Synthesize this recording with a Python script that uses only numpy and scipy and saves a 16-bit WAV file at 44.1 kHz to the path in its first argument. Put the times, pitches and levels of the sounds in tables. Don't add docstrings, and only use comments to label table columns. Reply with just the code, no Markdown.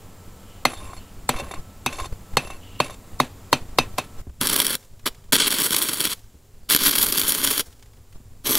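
import sys
import numpy as np
from scipy import signal
from scipy.io import wavfile
from scipy.ndimage import uniform_filter1d, minimum_filter1d

SR = 44100
rng = np.random.default_rng(int(sys.argv[2]) if len(sys.argv) > 2 else 0)


def convert_level_to_amplitude(level_db):
    exponent = np.asarray(level_db, float) / 20
    return 10 ** exponent


def store_wav(level_fs):
    pcm = np.round(np.clip(np.atleast_2d(level_fs), -1, 1) * 32767)
    wavfile.write(sys.argv[1], SR, pcm.T.astype(np.int16))


N = 378378


def evened(x):
    return x / np.sqrt(np.mean(x ** 2) + 1e-20)


def add(mix, s, sound):
    part = mix[round(s * SR):][:len(sound)]
    part += sound[:len(part)]


def decaying(x, span_s):
    return signal.lfilter([1], [1, -np.exp(-1 / (span_s * SR))], x)


def low_passed(x, hz):
    return signal.lfilter(*signal.butter(2, hz, fs=SR), x)


def resonance(x, hz, width):
    return signal.lfilter(*signal.iirpeak(hz, hz / width, SR), x)


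def coloured(x, points, peaks=(), base_db=0):
    hz = np.fft.fftfreq(8192, 1 / SR)
    f, db = np.transpose(points)
    gain = convert_level_to_amplitude(np.interp(np.log(abs(hz) + 1), np.log(f + 1), db))
    bumps = sum(convert_level_to_amplitude(p_db) / (1 + (2 * (abs(hz) - p_hz) / w) ** 2) for p_hz, w, p_db in peaks)
    log_gain = np.log(gain * (convert_level_to_amplitude(base_db) + bumps) + 1e-5)
    taps = np.fft.ifft(np.exp(np.conj(signal.hilbert(log_gain)))).real[:4096]
    return signal.oaconvolve(x, taps / np.linalg.norm(taps))[:len(x)]


def tilted(x, bright_db, split_hz):
    low = low_passed(x, min(split_hz, 15000))
    return low + convert_level_to_amplitude(bright_db) * (x - low)


def wobble(size, span_s):
    return evened(decaying(rng.standard_normal(size + 2000), span_s))[2000:]


def ringing(modes, spread_db, rise_s, rattle_db=3.0):
    t = np.arange(SR // 4) / SR
    sound = np.zeros(len(t))
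    for hz, db, t60 in modes:
        luck, detune = rng.standard_normal(2)
        level = db + spread_db * luck - 60 * t / t60
        if rattle_db:
            level = level + rattle_db * wobble(len(t), 0.0021) * np.minimum(t / 0.0051, 1)
        sound += convert_level_to_amplitude(level) * np.sin(2 * np.pi * hz * (1 + 0.003 * detune) * t)
    sound *= 1 - np.exp(-(t / rise_s) ** 2)
    return sound / abs(sound).max()


def burst(points, t60, rise_s, peaks=(), base_db=0):
    t = np.arange(SR // 8) / SR
    shape = convert_level_to_amplitude(-60 * t / max(t60, .002)) * (1 - np.exp(-t / rise_s))
    return coloured(rng.standard_normal(len(t)) * shape / shape.max(), points, peaks, base_db) / 2


# t/s, thud level/dB, plate ring level/dB, head ring level/dB, crack level/dB
HAMMER_BLOWS = [
    (0.652, -11, -19.5, -14, -15),
    (1.291, -13.5, -25.5, -19.5, -14),
    (1.861, -20.5, -20, -23.5, -16.5),
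    (2.369, -13, -16, -14.5, -14.5),
    (2.801, -12.5, -18, -17, -22),
    (3.2, -10.5, -27, -17, -18),
    (3.528, -10.5, -17, -10, -12.5),
    (3.785, -11, -13.5, -11, -16),
    (3.982, -25, -23, -24.5, -16.5),
]
# f/Hz, level/dB, t60/s
STEEL_MODES = [(2060, -14, 0.052), (2423, -10.5, 0.09), (2634, -3, 0.11), (3117, -4.5, 0.042),
               (2486, -8, 0.1), (3753, 1, 0.043), (4290, 2, 0.038), (4950, -5.5, 0.04), (6000, -11, 0.093),
               (6600, -12.5, 0.05), (9360, -18, .06), (9820, -9, 0.037)]
# f/Hz, level/dB, t60/s
JAW_MODES = [(606, -5, 0.017), (767.5, -2.5, 0.02), (1052, 6.5, 0.009), (2070, -3, 0.0068)]
# f/Hz, level/dB, t60/s
BENCH_MODES = [(139.5, 4, 0.11), (248.5, 6, 0.12), (455, -6, 0.04), (590, 1.5, 0.055)]
# f/Hz, level/dB, t60/s
EDGE_MODES = [(7100, -3.5, 0.035), (7780, -3.5, 0.031), (10200, -2, 0.03), (12130, 4.5, 0.013)]
# f/Hz, density level/dB per Hz
CRACK_SPECTRUM = [(180, -26), (300, 1.5), (1500, -6.5), (4090, -10), (5430, -19.5), (10000, -20),
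                  (16000, -33)]
# t/s, f/Hz, peak level/dB, t60/s
LANDING_MODES = [(0.653, 2060, -14, 0.04), (0.652, 3700, -39, .05), (0.652, 6050, -37, .06),
                 (0.653, 9840, -36, .3), (1.291, 590, -20.5, 0.1), (2.37, 4330, -21.5, 0.047),
                 (3.983, 1055, -14, 0.028), (2.386, 2660, -39, .06), (1.29, 7770, -12, 0.019),
                 (1.291, 3470, -27, 0.064), (1.861, 3740, -25.5, .05), (1.861, 6130, -26.5, 0.085),
                 (1.861, 2165, -25, 0.075), (2.369, 5050, -31, .05), (2.369, 7750, -20.5, 0.034),
                 (2.801, 1890, -37, .04), (3.2, 2400, -46, 0.049), (3.2, 3810, -30, .047),
                 (3.529, 3117, -22, 0.047), (3.528, 1900, -21, 0.024), (3.785, 2020, -21.5, 0.03),
                 (3.785, 1470, -31.5, .05), (3.982, 3700, -25, .06), (1.291, 789, -9, 0.036),
                 (2.369, 810, -15, 0.037), (2.369, 2080, -20, 0.023), (3.528, 780, -11, 0.031)]


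def hammer():
    out = np.zeros(N)
    plate = [mode for mode in STEEL_MODES if mode[0] < 2900]
    head = [mode for mode in STEEL_MODES if mode[0] > 2900]
    for s, thud_db, plate_db, ring_db, crack_db in HAMMER_BLOWS:
        add(out, s + 0.00062, convert_level_to_amplitude(thud_db + 8.0) * ringing(JAW_MODES, 0.89, rise_s=0.0013, rattle_db=0))
        add(out, s, convert_level_to_amplitude(ring_db + 5.5) * ringing(head, 2.5, rise_s=0.00088))
        add(out, s, convert_level_to_amplitude(plate_db) * ringing(plate, 1.7, rise_s=0.0011))
        add(out, s, convert_level_to_amplitude(crack_db - 2.0) * ringing(EDGE_MODES, 1.7, rise_s=0.0004))
        add(out, s, convert_level_to_amplitude(-11.5 + 0.46 * thud_db) * ringing(BENCH_MODES, 1.3, rise_s=0.0017))
        crack = tilted(burst(CRACK_SPECTRUM, 0.027, 0.0016), crack_db - ring_db + 2.0, 7700)
        add(out, s, convert_level_to_amplitude(ring_db + 5.5) * crack)
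        crumbs = burst(CRACK_SPECTRUM, 0.2, 0.0025)
        add(out, s, convert_level_to_amplitude(-21 + 0.36 * (thud_db + 7.5)) * crumbs)
    for s, hz, db, t60 in LANDING_MODES:
        add(out, s, convert_level_to_amplitude(db) * ringing([(hz, 0, t60)], 0, rise_s=0.00084))
    return out


# t/s, peak level/dB,
# brightness level/dB
EDGE_SNAGS = [(0.699, -34, -1.5), (0.717, -21, -19), (0.734, -15.5, -19), (0.933, -18.5, -26.5),
              (0.965, -39, -1), (1.342, -13.5, -35), (1.37, -29, -4), (1.396, -24, -0.5),
              (1.511, -16.5, -15.5), (1.538, -13.5, -20.5), (1.891, -22, -32), (1.923, -36, -11),
              (1.998, -13, -14), (2.044, -20.5, -13.5), (2.434, -42.5, 1.5), (2.472, -22, -15),
              (2.502, -18, -15), (2.843, -31.5, 1.5), (2.897, -19, -16), (3.244, -36, -5),
              (3.569, -29, -12), (3.829, -30, -10), (3.978, -45.5, 19), (3.988, -7, -19.5),
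              (4.039, -43.5, 4), (1.362, -21.5, -8.5), (1.386, -32.5, 1.5), (1.449, -37, -19),
              (1.467, -29, -22), (1.926, -27.5, -2), (1.984, -21, -8.5), (2.009, -17.5, -22),
              (2.055, -20.5, -13), (2.454, -36, -14.5), (2.86, -23, -13), (0.76, -39, -11), (0.85, -34, -7)]
# f/Hz, bandwidth/Hz, level/dB
SCRAPE_MODES = [(590, 84, -5), (790, 55, -6), (1060, 53, 3), (1500, 62, -15.5), (2268, 150, -9),
                (2680, 41, 0), (3625, 70, -1.5), (4320, 40, -3), (6140, 60, -8.5), (7500, 73, -3),
                (9240, 55, -14), (9560, 30, -12.5), (9850, 60, -6.5), (11000, 150, -5.5)]
# f/Hz, density level/dB per Hz
GRIT_SPECTRUM = [(180, -41), (300, 0.5), (1100, -13.5), (1900, -10.5), (7690, -14.5), (8640, -21),
                 (10000, -16), (16000, -33)]


def snags():
    out = np.zeros(N)
    contact_damping = convert_level_to_amplitude(-np.arange(SR // 8) / SR * 250)
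    for s, peak_db, bright_db in EDGE_SNAGS:
        woken = [(hz, width, db + 4.7 * rng.standard_normal()) for hz, width, db in SCRAPE_MODES]
        add(out, s, convert_level_to_amplitude(peak_db - 5.5) * ringing(JAW_MODES[1:], 1.4, rise_s=0.00077, rattle_db=1))
        scratch = burst(GRIT_SPECTRUM, 0.053, 0.0028, woken, -15.5)
        add(out, s, convert_level_to_amplitude(peak_db + bright_db + 5.5) * scratch * contact_damping)
    return out


# start t/s, end t/s, pressure level/dB, brightness level/dB, singing f/Hz
EDGE_DRAGS = [
    (0.678, 1.007, -40.5, -4, 9600),
    (1.32, 1.587, -36, -8, 10400),
    (1.894, 2.066, -38.5, -2, 6400),
    (2.394, 2.58, -40, -6, 2680),
    (2.83, 2.957, -43.5, -1, 2680),
]


def drags():
    out = np.zeros(N)
    for start, end, press_db, bright_db, sing_hz in EDGE_DRAGS:
        t = np.arange(0, end - start, 1 / SR)
        size = len(t)
        grip = wobble(size, 0.0027)
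        skips = convert_level_to_amplitude(3.3 * np.minimum(rng.exponential(1, size), 2.1)) * (rng.random(size) < 260 / SR)
        skips = evened(decaying(skips, 0.0012))
        rasp = (0.42 + 0.51 * skips) * rng.standard_normal(size)
        sound = convert_level_to_amplitude(2.2 * grip) * coloured(rasp, GRIT_SPECTRUM)
        for hz, width, db in SCRAPE_MODES + [(sing_hz, 35, -1.5)]:
            rub = rng.standard_normal(size) * convert_level_to_amplitude(4.9 * wobble(size, 0.018) + 1.6 * grip)
            sound = sound + convert_level_to_amplitude(db + 16.0) * resonance(rub, hz, width)
        sound = tilted(evened(sound), bright_db, 3000)
        easing = convert_level_to_amplitude(press_db - 20.5 * t + 1.0)
        add(out, start, easing * sound * signal.windows.tukey(size, .15))
    return out


# start t/s, end t/s, rise t/s, steady sizzle level/dB, brightness level/dB
ARC_STRIKES = [
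    (4.406, 4.761, 0.0017, -21.5, -5),
    (5.056, 5.097, 0.0018, -20, -7.5),
    (5.322, 6.148, 0.00069, -24.5, -2.5),
    (6.685, 7.624, 0.0088, -23.5, -3),
    (8.435, 8.62, 0.025, -17.5, -3.5),
]
# centre t/s, level/dB, brightness level/dB, half length t/s
ARC_FLARES = [(5.066, -13.5, -10.5, 0.0077), (4.499, -15.5, -3, 0.0029), (4.533, -18, 1.5, 0.0044),
              (4.563, -14, -1, 0.002), (4.62, -11.5, -5, 0.0028), (4.712, -28.5, 4, 0.014),
              (5.349, -14, -3.5, 0.012), (5.41, -22.5, -24, 0.054), (5.476, -18, 1, 0.0056),
              (5.526, -17.5, -2.5, .004), (5.558, -20.5, -5, 0.014), (5.599, -19, -4, 0.017),
              (5.653, -18, 0.5, 0.018), (5.729, -16.5, -2, 0.0053), (5.892, -16, -3.5, 0.0046),
              (5.935, -15, -3, 0.0019), (6.723, -18.5, 2.5, 0.017), (6.819, -23.5, -2.5, 0.014),
              (6.875, -17.5, 0.5, 0.018), (6.931, -13.5, -6, 0.0064), (6.958, -24, 2, 0.0047),
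              (7.027, -22, 1, .019), (7.178, -21, 4.5, 0.0058), (7.2, -18, 2, 0.0035),
              (7.443, -17.5, 2.5, 0.0052), (7.473, -21.5, 1, 0.0038), (7.512, -17, 0, 0.0046),
              (7.602, -20.5, -4, 0.0093), (8.55, -17, -1, 0.006), (4.5785, -28, -3, .003),
              (4.593, -17.5, -1.5, 0.0042), (4.716, -18.5, -9, 0.0032), (5.328, -8.5, -4.5, 0.0044),
              (5.746, -12, -4.5, 0.0033), (5.786, -19.5, -1, 0.0065), (5.83, -25.5, 3, 0.0072),
              (6.84, -17.5, 0, 0.0048), (6.912, -16, 2.5, .004), (7.065, -26, 4, 0.003),
              (7.0874, -24, 2, 0.0043), (7.16, -17, -5, 0.0026), (7.297, -26, 9, 0.012),
              (7.346, -23.5, 4.5, 0.0038), (8.471, -30.5, 5, 0.0055), (8.508, -20.5, 0, 0.0074)]
# centre t/s, depth level/dB, half length t/s
ARC_LULLS = [(4.553, -3, 0.0034), (4.637, -2.5, 0.0075), (5.376, -5.5, .006), (5.495, -7.5, 0.0028),
             (5.577, -4, 0.0059), (5.855, 0, 0.0055), (5.896, -0.5, 0.0085), (5.96, -1, 0.0062),
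             (6.083, -3.5, 0.0087), (6.753, -10.5, 0.0032), (6.779, -7.5, 0.0093), (6.923, -6.5, 0.012),
             (7.116, -9, 0.0033), (7.193, -2, 0.002)]
# t/s, lift of the hiss level/dB
GAP_LIFT = [(4.41, -4), (4.6, -3), (4.76, -0.5), (5.07, -3), (5.33, -1.5), (5.43, 3), (5.55, -1), (5.8, -2),
            (6.0, -0.5), (6.13, 2.5), (6.7, 0), (6.86, 0.5), (7.0, -1.5), (7.2, -2.5), (7.4, -1.5),
            (7.61, -1), (8.46, -4), (8.58, -2)]


def sizzle():
    t = np.arange(N) / SR
    lit = np.zeros(N)
    power = np.zeros((2, N))
    for start, end, rise, db, bright_db in ARC_STRIKES:
        burning = np.clip(np.minimum((t - start) / rise, (end - t) / 0.015), 0, 1) ** 2
        lit += burning
        power += convert_level_to_amplitude([[2 * db], [2 * (db + bright_db + 0.5)]]) * (burning > 0)
    for s, db, bright_db, half in ARC_FLARES:
        near = slice(round((s - .06) * SR), round((s + 0.13) * SR))
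        flare = np.exp(-((t[near] - s) / half) ** 4 / 2)
        power[:, near] += convert_level_to_amplitude([[2 * db], [2 * (db + bright_db + 0.5)]]) * flare
    for s, db, half in ARC_LULLS:
        near = slice(round((s - .06) * SR), round((s + .06) * SR))
        lit[near] *= convert_level_to_amplitude(db * np.exp(-((t[near] - s) / half) ** 4 / 2))
    kicks = convert_level_to_amplitude(6.6 * np.minimum(rng.exponential(1, N), 1.5)) * (rng.random(N) < 400 / SR)
    crackle = 1 + 1.12 * decaying(kicks, 0.00027)
    drive = evened(convert_level_to_amplitude(1.6 * wobble(N, 0.0059)) * crackle * rng.standard_normal(N))
    body = low_passed(drive, 8000)
    top = drive - body
    low = low_passed(drive, 650)
    lazy_power = abs(uniform_filter1d(power[0], size=1500))
    puffs = low * convert_level_to_amplitude(1.66 * wobble(N, 0.0083) - 3.5) * np.sqrt(lazy_power)
    lift_db = np.interp(t, *np.transpose(GAP_LIFT)) + 1.2 * wobble(N, 0.035)
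    body = np.sqrt(power[0]) * tilted(body - low, lift_db, 2500)
    top = np.sqrt(power[1]) * convert_level_to_amplitude(0.83 * wobble(N, 0.011) - 1.33) * top
    return lit * (body + puffs + top)


# t/s, peak level/dB, brightness level/dB
DROPS = [(4.4712, -2, 6.5), (4.5428, -4, 2), (4.6014, 5.5, 1), (4.6667, -2.5, 5.5),
         (5.3237, -8.5, -5.5), (5.3647, 2, 2), (5.4795, -4.5, 1), (5.748, -8.5, -6.5),
         (5.7647, -1.5, 4), (5.8175, -2.5, -2.5), (5.8869, -7, 2.5), (6.7002, -2, 5), (6.708, 1, -11),
         (6.7483, 10, -2), (6.7629, 4.5, 1.5), (6.9826, 1, 0), (6.9863, -6, 9), (7.0158, 0.5, -1),
         (7.0281, -2.5, 6), (7.1241, -2.5, 5.5), (7.1833, -2, 1.5), (7.1951, -6, 3), (7.2154, 1, -1),
         (7.2949, -4.5, 3.5), (7.3213, -4, 6.5), (7.4464, -0.5, 3.5), (7.4498, -5, 4.5),
         (7.4743, 0, 0), (7.5953, 0.5, 0), (8.5535, 1.5, 3)]
# t/s, peak level/dB
MORE_DROPS = [(4.4128, 0), (4.4258, -18.5), (4.4327, -3.5), (4.4572, -7.5), (4.4767, -6.5), (4.53, -12),
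              (4.5388, -10), (4.589, -8), (4.6056, -9.5), (4.647, -1.5), (4.6527, -3), (4.6968, -7.5),
              (4.7526, -1), (5.0609, -7.5), (5.3337, -5.5), (5.469, -5.5), (5.506, -2.5), (5.5154, -1.5),
              (5.526, -4), (5.5852, -5.5), (5.6128, -4.5), (5.619, -2.5), (5.707, -0.5), (5.7323, -4),
              (5.7669, 0), (5.8333, -8), (5.8918, -12), (6.005, 2.5), (6.0127, -2), (6.0527, 2.5),
              (6.8204, -2), (6.8404, -13), (6.847, -8), (6.8522, -6.5), (6.8552, -9.5), (6.8853, -15),
              (6.8885, -8.5), (6.894, -5), (6.8961, -11.5), (6.9105, -13), (6.9118, -19.5), (6.9587, -0.5),
              (7.0325, -7), (7.0659, -6.5), (7.1273, -7), (7.1777, -1.5), (7.2727, -10), (7.277, -8.5),
              (7.2874, -14.5), (7.2911, -8.5), (7.3478, -5.5), (7.4326, -8), (7.5054, -10.5),
              (7.514, -14.5), (7.5789, -0.5), (8.4625, -8), (8.4695, -12.5), (8.4744, -8), (8.4968, -12),
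              (8.5306, -4)]
# delay t/s, share
PLATE_ECHOES = [(.00055, 0.36), (.0009, 0.083), (.0018, 0.2)]


def drops():
    out, t = np.zeros(N), np.arange(SR // 32) / SR
    pulse_s = .00003
    shock = (1 - t / pulse_s) * np.exp(-t / pulse_s)
    echoed = shock + sum(share * np.roll(shock, round(delay * SR)) for delay, share in PLATE_ECHOES)
    for s, db, bright_db in list(DROPS) + [(s, db, 0) for s, db in MORE_DROPS]:
        spray = rng.standard_normal(len(t)) * convert_level_to_amplitude(-16.5 - 60 * t / 0.015)
        add(out, s, convert_level_to_amplitude(db + 3.0) * tilted(echoed + spray, bright_db - 2.0, 6000))
    return out


PUFF_LEVELS = [-13.5, -31.5, -24.5, -35.5, -39]


def ignition():
    out = np.zeros(N)
    for (start, end, rise, *_), db in zip(ARC_STRIKES, PUFF_LEVELS):
        puff = burst([(130, 2), (300, -5.5), (1200, -7), (3000, -19.5)], 0.081, rise)
        add(out, start + .005, convert_level_to_amplitude(db) * puff)
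    return out


# f/Hz, density level/dB per Hz
ARC_SPECTRUM = [(59, -43.5), (100, -6.5), (277, 3), (721, -2.5), (1030, -3), (3320, -10), (6420, -9),
                (10000, -4.5), (16000, -5)]
# f/Hz, bandwidth/Hz, level/dB
PLATE_BANDS = [(1556, 91, -6), (3272, 680, 8), (4570, 1200, 4.5), (5484, 200, 0.5), (6860, 400, -9),
               (8150, 710, -4.5), (9970, 1500, 2), (11680, 560, 3), (12900, 750, -5)]
# f/Hz, bandwidth/Hz, depth 0-1
ECHO_NOTCHES = [(490.6, 51, 1), (735, 477, 0.85), (1800, 76, 0.3), (2500, 130, 0.4), (2890, 160, 0.6),
                (3700, 130, 0.65), (5040, 520, 0.7), (7320, 180, 0.4), (8610, 610, 0.6), (14070, 700, .4)]
# (f/Hz, bandwidth/Hz, lift level/dB)
ROD_PLACES = [
    (4.301, [(6550, 710, -4.5), (7300, 220, 0.5), (8450, 200, 3), (8700, 330, -4), (11230, 250, -4), (11700, 510, -5.5)]),
    (5.2, [(6140, 250, -8), (8270, 360, 3), (10580, 200, -3), (11170, 250, -5.5), (11800, 600, -6.5), (15130, 720, 2)]),
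    (6.4, [(5290, 160, -6.5), (4960, 220, 5.5), (8100, 260, -7), (11000, 410, -8), (11830, 500, 2), (15600, 700, 3)]),
    (7.15, [(3060, 270, 2.5), (6980, 250, 3), (7960, 440, -4.5), (9280, 450, 4), (10670, 410, -9.5), (15100, 900, 3)]),
    (8.001, [(1500, 500, -5), (3950, 250, 3.5), (6180, 400, 5.5), (7330, 400, -9), (10200, 1400, -8.5), (11530, 700, 3.5), (12440, 430, -11)]),
]
# f/Hz, density level/dB per Hz
PATTER_SPECTRUM = [(100, -33), (250, -5), (2000, -14.5), (8000, -11), (16000, -14.5)]


def arc():
    out = sizzle() + drops() + ignition()
    t = np.arange(SR // 2) / SR
    tail = rng.standard_normal(len(t)) * convert_level_to_amplitude(-60 * t / 0.067) * (t > .003)
    spark_trail = rng.standard_normal(len(t)) * convert_level_to_amplitude(-60 * t / 0.75)
    spark_trail = coloured(spark_trail / np.linalg.norm(spark_trail), PATTER_SPECTRUM)
    far = convert_level_to_amplitude(-29.5) * signal.oaconvolve(out, spark_trail)[:N]
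    out = out + convert_level_to_amplitude(-15.5) * signal.oaconvolve(out, tail / np.linalg.norm(tail))[:N]
    for hz, width, depth in ECHO_NOTCHES:
        out = out - depth * resonance(out, hz, width)
    ends = [start for start, _ in ROD_PLACES[1:]] + [N / SR]
    for (start, bands), end in zip(ROD_PLACES, ends):
        here = slice(round(start * SR), round(end * SR))
        for hz, width, db in bands:
            out[here] += (convert_level_to_amplitude(db) - 1) * resonance(out[here], hz, width)
    patter = convert_level_to_amplitude(2.8 * wobble(N, .006) + 2.0)
    return convert_level_to_amplitude(2.0) * coloured(out, ARC_SPECTRUM, PLATE_BANDS, -3.0) + far * patter


# t/s, peak level/dB
SPARK_LANDINGS = [(4.8263, -38), (4.849, -44), (4.993, -38.5), (5.1453, -36.5), (5.239, -41), (7.662, -44),
                  (7.7245, -38.5), (7.793, -41), (7.858, -41), (7.932, -42), (7.968, -46), (7.8243, -33.5),
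                  (8.125, -39.5)]


def sparks():
    out = np.zeros(N)
    for s, peak_db in SPARK_LANDINGS:
        add(out, s, convert_level_to_amplitude(peak_db - 7.0) * burst([(300, -6), (3000, -5.5), (16000, -17)], 0.042, 0.0017))
    return out


# t/s, peak level/dB, t60/s
MIC_NUDGES = [
    (0.819, -35, 0.14),
    (1.419, -28, 0.12),
    (4.268, -27, 0.038),
    (4.299, -39, 0.04),
    (6.341, -41.5, 0.12),
    (7.978, -39.5, 0.058),
    (8.201, -39.5, 0.06),
]


def nudges():
    out = np.zeros(N)
    for s, peak_db, t60 in MIC_NUDGES:
        rocking = ringing([(70.0, 0, 2.1 * t60)], 0, rise_s=0.0036, rattle_db=0)
        add(out, s + 0.0059, convert_level_to_amplitude(peak_db - 3.5) * rocking)
        rub = burst([(60, 5.0), (250, 3.5), (900, -17.5), (2200, -34), (3000, -54)], t60, 0.00088)
        add(out, s, convert_level_to_amplitude(peak_db) * rub)
    return out


# start t/s, end t/s, f/Hz, level/dB
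BIRD_CALLS = [
    (0.407, 0.645, 3000, -59.5),
    (0.958, 1.124, 2870, -59),
    (2.598, 2.83, 2900, -53),
    (6.599, 6.687, 4570, -71.5),
    (8.32, 8.402, 4570, -74),
]


def birds():
    out = np.zeros(N)
    for start, end, hz, db in BIRD_CALLS:
        size = round((end - start) * SR)
        air = rng.standard_normal(size) * convert_level_to_amplitude(2.4 * wobble(size, 0.0086))
        throat = signal.butter(1, [hz - 130, hz + 190], "bandpass", fs=SR, output="sos")
        call = evened(signal.sosfilt(throat, air))
        add(out, start, convert_level_to_amplitude(db) * call * signal.windows.tukey(size, .35))
    return out


# f/Hz, density level/dB per Hz
HAMMER_HISS = [(59, -34.5), (100, 3), (119, -16), (193, -4.5), (229, -12), (1130, -19.5), (1330, -24),
               (3470, -29), (7140, -31), (16000, -32.5)]
# f/Hz, density level/dB per Hz
WELD_HISS = [(59, -42), (100, 4.5), (163, -22), (215, -14), (249, -9), (308, -21.5), (398, -12.5),
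             (513, -19.5), (1870, -29.5), (7290, -30.5), (16000, -32.5)]
# f/Hz, bandwidth/Hz, level/dB
MACHINE_HUM = [(87.6, 14, -50.5), (196, 6.3, -63.5), (268, 5.8, -60.5), (460, 6, -64.5), (1320, 4, -65.5),
               (7330, 530, -63), (12021, 3.8, -79.5)]
# t/s, level/dB
WIND_LEVEL = [
    (0.0, -40.5),
    (0.36, -47),
    (2.03, -39),
    (2.58, -44),
    (3.94, -38),
    (4.73, -46.5),
    (6.43, -49.5),
    (7.22, -42.5),
    (7.65, -48),
    (8.58, -47.5),
]
# f/Hz, density level/dB per Hz
GUST_SPECTRUM = [(10, 9.5), (25, -0.5), (50, -1.5), (100, -7), (200, -18.5), (500, -67.5)]


def surroundings():
    t = np.arange(N) / SR
    first = convert_level_to_amplitude(-45.5 - 2.5) * coloured(rng.standard_normal(N), HAMMER_HISS)
    for hz, width, db in MACHINE_HUM:
        chance = 1 / 200 + rng.standard_normal(N) + 1j * rng.standard_normal(N)
        drift = signal.lfilter([1], [1, -np.exp(-np.pi * width / SR)], chance)
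        first += convert_level_to_amplitude(db) * evened((drift * np.exp(2j * np.pi * hz * t)).real)
    second = convert_level_to_amplitude(-55.5) * coloured(rng.standard_normal(N), WELD_HISS, [(7300, 800, -1.5)])
    gust_db = np.interp(t, *np.transpose(WIND_LEVEL)) + 4.97 * wobble(N, 0.018)
    wind = evened(coloured(rng.standard_normal(N), GUST_SPECTRUM)) * convert_level_to_amplitude(gust_db)
    floor = np.where(t < 4.217, first, second)
    return floor * convert_level_to_amplitude(0.4 * wobble(N, 0.062)) + wind


def scene():
    mono = hammer() + snags() + drags() + arc() + sparks() + nudges() + birds() + surroundings()
    return np.array([mono, mono])


def roll_off(x):
    return signal.sosfilt(signal.butter(12, 16580, fs=SR, output="sos"), x)


def record(dry):
    band = signal.firwin(511, 15760, window=("kaiser", 9), fs=SR)
    limited = signal.oaconvolve(np.clip(dry, -1, 1), band[None], "same")
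    treble = limited - low_passed(limited, 1200)
    now = abs(uniform_filter1d(treble[0] ** 2, size=64)) + 1e-20
    coming = -minimum_filter1d(-now, size=400, origin=-200) * convert_level_to_amplitude(2 * -36)
    limited = limited - treble / (1 + (now / coming) ** 2)
    level = np.sqrt(abs(uniform_filter1d(limited[0] ** 2, 1024)))
    parted = np.repeat(rng.random(N // 2048 + 1) < .35, 2048)[:N]
    trace_db = np.where(level < convert_level_to_amplitude(-38), -32, np.where(parted, -23, -55))
    noise = coloured(rng.standard_normal(N), [(50, 8.0), (1000, 1.0), (15500, 4.0), (16500, -57.0)])
    side = convert_level_to_amplitude(trace_db) * level * noise
    mix = np.clip(limited + np.array([side, -side]), -1, 1)
    return roll_off(mix)


dry = scene()
out = record(dry)
store_wav(out)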